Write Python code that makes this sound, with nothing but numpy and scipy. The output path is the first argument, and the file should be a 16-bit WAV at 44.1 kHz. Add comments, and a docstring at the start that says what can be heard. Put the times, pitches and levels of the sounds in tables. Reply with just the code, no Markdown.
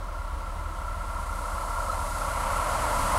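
"""A tram approaching

A tram comes closer at steady speed, heard in mono. The rails sing ahead of it: a mid roar,
a ring that flutters as the wheels cross the sleepers (the beams under the rails), and a fine
high sizzle. Wheel and body noise swell over a deep drone and rumble, with soft outdoor hiss
and one faint chirp behind them."""
import sys
import numpy as np
from scipy import signal
from scipy.fft import rfft, irfft
from scipy.io import wavfile

SR = 44100
rng = np.random.default_rng(int(sys.argv[2]) if len(sys.argv) > 2 else 0)


def materialize(psi):
    """Save the field psi as 16-bit PCM at rate SR to the path in sys.argv[1].

    A 1-D psi becomes a single channel; in a 2-D psi each row is a channel.
    """
    bounded = np.clip(np.atleast_2d(psi).T, -1, 1)
    quanta = np.round(bounded * 32767).astype(np.int16)
    wavfile.write(sys.argv[1], SR, quanta)


N = 140238
TIME = np.arange(N) / SR
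FREQS = np.maximum(np.fft.rfftfreq(N, 1 / SR), 1)


def from_db(db):
    """Turn decibels into a number to multiply a sound by."""
    return 10 ** (np.asarray(db) / 20)


def noise_through(gain):
    """Random noise with a gain for each frequency, scaled to an average power of 1."""
    noise = irfft(rfft(rng.standard_normal(N)) * gain, N)
    return noise / np.sqrt(np.mean(noise ** 2) + 1e-20)


def coloured(spectrum):
    """Noise shaped by (f/Hz, relative level/dB) points, fading steeply past both ends."""
    hz, db = np.transpose(spectrum)
    edges = np.minimum(FREQS / hz[0], 1) ** 4 * np.minimum(hz[-1] / FREQS, 1) ** 4
    return noise_through(from_db(np.interp(np.log(FREQS), np.log(hz), db)) * edges)


def drift(rate_hz):
    """A random wobble of about 1 either way, mostly slower than the given rate."""
    return noise_through(1 / (1 + (FREQS / rate_hz) ** 2))


def flicker(db):
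    """Turn a wobble in decibels into a gain that keeps the average power the same."""
    gain = from_db(db)
    return gain / np.sqrt(np.mean(gain ** 2))


def level(curve):
    """A gain that follows (t/s, level/dB) points."""
    return from_db(np.interp(TIME, *np.transpose(curve)))


def burst(at_s, hz, db, width_s):
    """A short tone that fades in and out, loudest at the given time."""
    t = TIME - at_s
    bell_curve = np.exp(-.5 * (t / width_s) ** 2)
    return from_db(db) * bell_curve * np.sin(2 * np.pi * (hz * t + rng.random()))


# Tone of the rails' roar, ring between sleepers, and sizzle: f/Hz, relative level/dB
ROAR_TONE = [(380, -30), (470, -15), (530, -5.5), (585, -2.5), (630, -4), (700, -3.5), (775, -10.5),
             (850, -5.5), (930, 2), (1040, 0.5), (1140, 0), (1190, -6), (1290, -4.5), (1420, -9),
             (1480, -18), (1800, -22)]
RING_TONE = [(1220, -28), (1290, -7), (1325, 0), (1400, 1.5), (1445, -20), (1600, -12), (1800, -26),
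             (1940, -18), (2050, -9), (2140, -17.5), (2300, -28)]
SIZZLE_TONE = [(2500, -4.5), (3600, -6), (4200, -1.5), (5000, -3), (5800, -4.5), (6500, -1.5), (7200, -2),
               (7900, 1.5), (9000, 0), (9900, 1.5), (11400, -3.5), (12700, -8), (13700, -15.5),
               (15700, -23)]
# How the roar and the sizzle grow: t/s, level/dB
ROAR_RISE = [(0, -42), (.75, -40.5), (1.3, -38), (1.75, -33.5), (1.98, -33.5), (2.13, -35), (2.4, -30.5),
             (2.9, -29), (3.05, -28.5), (3.16, -25)]
SIZZLE_RISE = [(0, -59.5), (.5, -56.5), (.9, -55), (1.22, -50.5), (1.55, -47), (1.75, -46.5), (2.15, -43),
               (2.42, -42.5), (2.7, -40.5), (3.18, -37.5)]
# Base level that the ring sits below and the sleeper pulses rise above: t/s, level/dB
RING_BASE = [(0, -44), (.6, -43.5), (1.2, -39.5), (1.85, -37.5), (2.4, -37), (3.18, -36.5)]
def rails():
    """Rough wheels shake the rails, which roar, ring and sizzle at their natural pitches."""
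    roughness = drift(rate_hz=47)
    roar = coloured(ROAR_TONE) * level(ROAR_RISE) * flicker(db=0.23 * roughness)
    ring = coloured(RING_TONE) * level(RING_BASE) * from_db(-7) * flicker(db=-1.5 * roughness)
    sizzle = coloured(SIZZLE_TONE) * level(SIZZLE_RISE) * flicker(db=0.55 * drift(rate_hz=40))
    return roar + ring + sizzle


# Harder wheel knocks, each landing on the nearest sleeper: t/s, peak level/dB
HARD_KNOCKS = [(.47, -31.5), (1.458, -27), (1.707, -28), (1.805, -24), (1.902, -22), (2.221, -23.5),
               (2.568, -22)]
def sleeper_pulses():
    """Each sleeper the wheels cross sends a short ringing pulse down the rail; a few knock hard."""
    first_s, sleepers_per_s = .028, 31.5
    count = int(sleepers_per_s * N / SR) + 1
    times = first_s + np.arange(count) / sleepers_per_s
    strength, detune = rng.standard_normal((2, count))
    peaks_db = np.interp(times, *np.transpose(RING_BASE)) + 7 + 2 * strength
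    for at_s, db in HARD_KNOCKS:
        peaks_db[np.argmin(np.abs(times - at_s))] = db
    pitches_hz = 1352.6 + 22.2 * detune
    return sum(burst(at_s, hz, db, width_s=.0041) for at_s, hz, db in zip(times, pitches_hz, peaks_db))


# Tone of the wheel noise: f/Hz, relative level/dB
WHEEL_TONE = [(400, -9), (550, 2.5), (1000, 1.5), (1500, 2), (1800, -2.5), (2100, 0.5), (2400, -6),
              (3000, -7), (3600, -13.5), (6000, -23)]
# How the wheel noise grows: t/s, level/dB
WHEEL_RISE = [(0, -53), (1, -50), (2.1, -47.5), (2.4, -39), (2.8, -37), (3.18, -36.5)]
def wheels():
    """Wheel noise travels through the air and swells late, as the tram comes close."""
    return coloured(WHEEL_TONE) * level(WHEEL_RISE)


# Tone of the tram body's rumble: f/Hz, relative level/dB
BODY_TONE = [(50, 0.5), (105, 7.5), (160, -1), (195, 0), (230, -2), (268, 1), (290, -4), (315, -3.5),
             (375, -14.5), (450, -10.5), (600, -34)]
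def tram_body():
    """The body's rumble gains 13 dB each time the distance to the tram halves."""
    start_m, speed_m_per_s = 90.2, 19.67
    distance_m = start_m - speed_m_per_s * TIME
    halvings = np.log2(start_m / distance_m)
    return coloured(BODY_TONE) * from_db(-58.5 + 13 * halvings)


# The tones that make up the drone: multiple of the lowest pitch, level/dB
DRONE_TONES = [(1, -35), (2, -45), (5, -58.5)]
def machine_drone():
    """A machine hums deeply, wavering a little in pitch and loudness."""
    pitch_hz = 38.92 * (1 + 0.0057 * drift(rate_hz=3.5))
    cycles = np.cumsum(pitch_hz) / SR
    drone = np.zeros(N)
    for multiple, db in DRONE_TONES:
        peak = np.sqrt(2) * from_db(db - 0.1 * drift(rate_hz=1.9))
        drone += peak * np.sin(2 * np.pi * (multiple * cycles + rng.random()))
    return drone


# Tone of the deep rumble: f/Hz, relative level/dB
RUMBLE_TONE = [(18, -20), (25, -4), (35, -10.5), (50, -7), (63, 3), (72, -3), (84, -3), (98, -13),
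               (130, -20.5), (200, -28.5), (400, -39)]
# Brief swells in the rumble: t/s, f/Hz, peak level/dB
RUMBLE_SWELLS = [(.36, 66.6, -30.5), (2.49, 27.2, -31), (3.02, 30, -28.5)]
def deep_rumble():
    """A deep rumble grows slowly and swells now and then."""
    swells = sum(burst(at_s, hz, db, width_s=.035) for at_s, hz, db in RUMBLE_SWELLS)
    return swells + coloured(RUMBLE_TONE) * from_db(-40 + 0.82 * TIME)


# Tone of the outdoor hiss: f/Hz, relative level/dB
AIR_TONE = [(100, -5), (185, 3.5), (235, -6.5), (310, 3), (400, -5.5), (1500, -16), (2800, -14.5),
            (3500, -14.5), (6000, -19), (12000, -34), (16000, -27)]
def outdoor_air():
    """Soft outdoor hiss with a faint, thin, very high whistle in it."""
    whistle_hz, width_hz = 13300, 190
    whistle = noise_through(1 / (1 + ((FREQS - whistle_hz) / width_hz) ** 2))
    return from_db(-51.5) * coloured(AIR_TONE) + from_db(-74.5) * whistle


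def chirp():
    """One faint, high chirp."""
    return burst(at_s=1.925, hz=4100, db=-51.5, width_s=.018)


def scene():
    """Add up all the sounds, the same on the left and the right."""
    tram = rails() + sleeper_pulses() + wheels() + tram_body()
    background = machine_drone() + deep_rumble() + outdoor_air() + chirp()
    return np.tile(tram + background, (2, 1))


def record(dry):
    """Cut away the very highest treble with a steep filter."""
    cutoff_hz = 15750
    return signal.sosfilt(signal.ellip(12, .1, 80, cutoff_hz, fs=SR, output="sos"), dry)


dry = scene()
out = record(dry)
materialize(out)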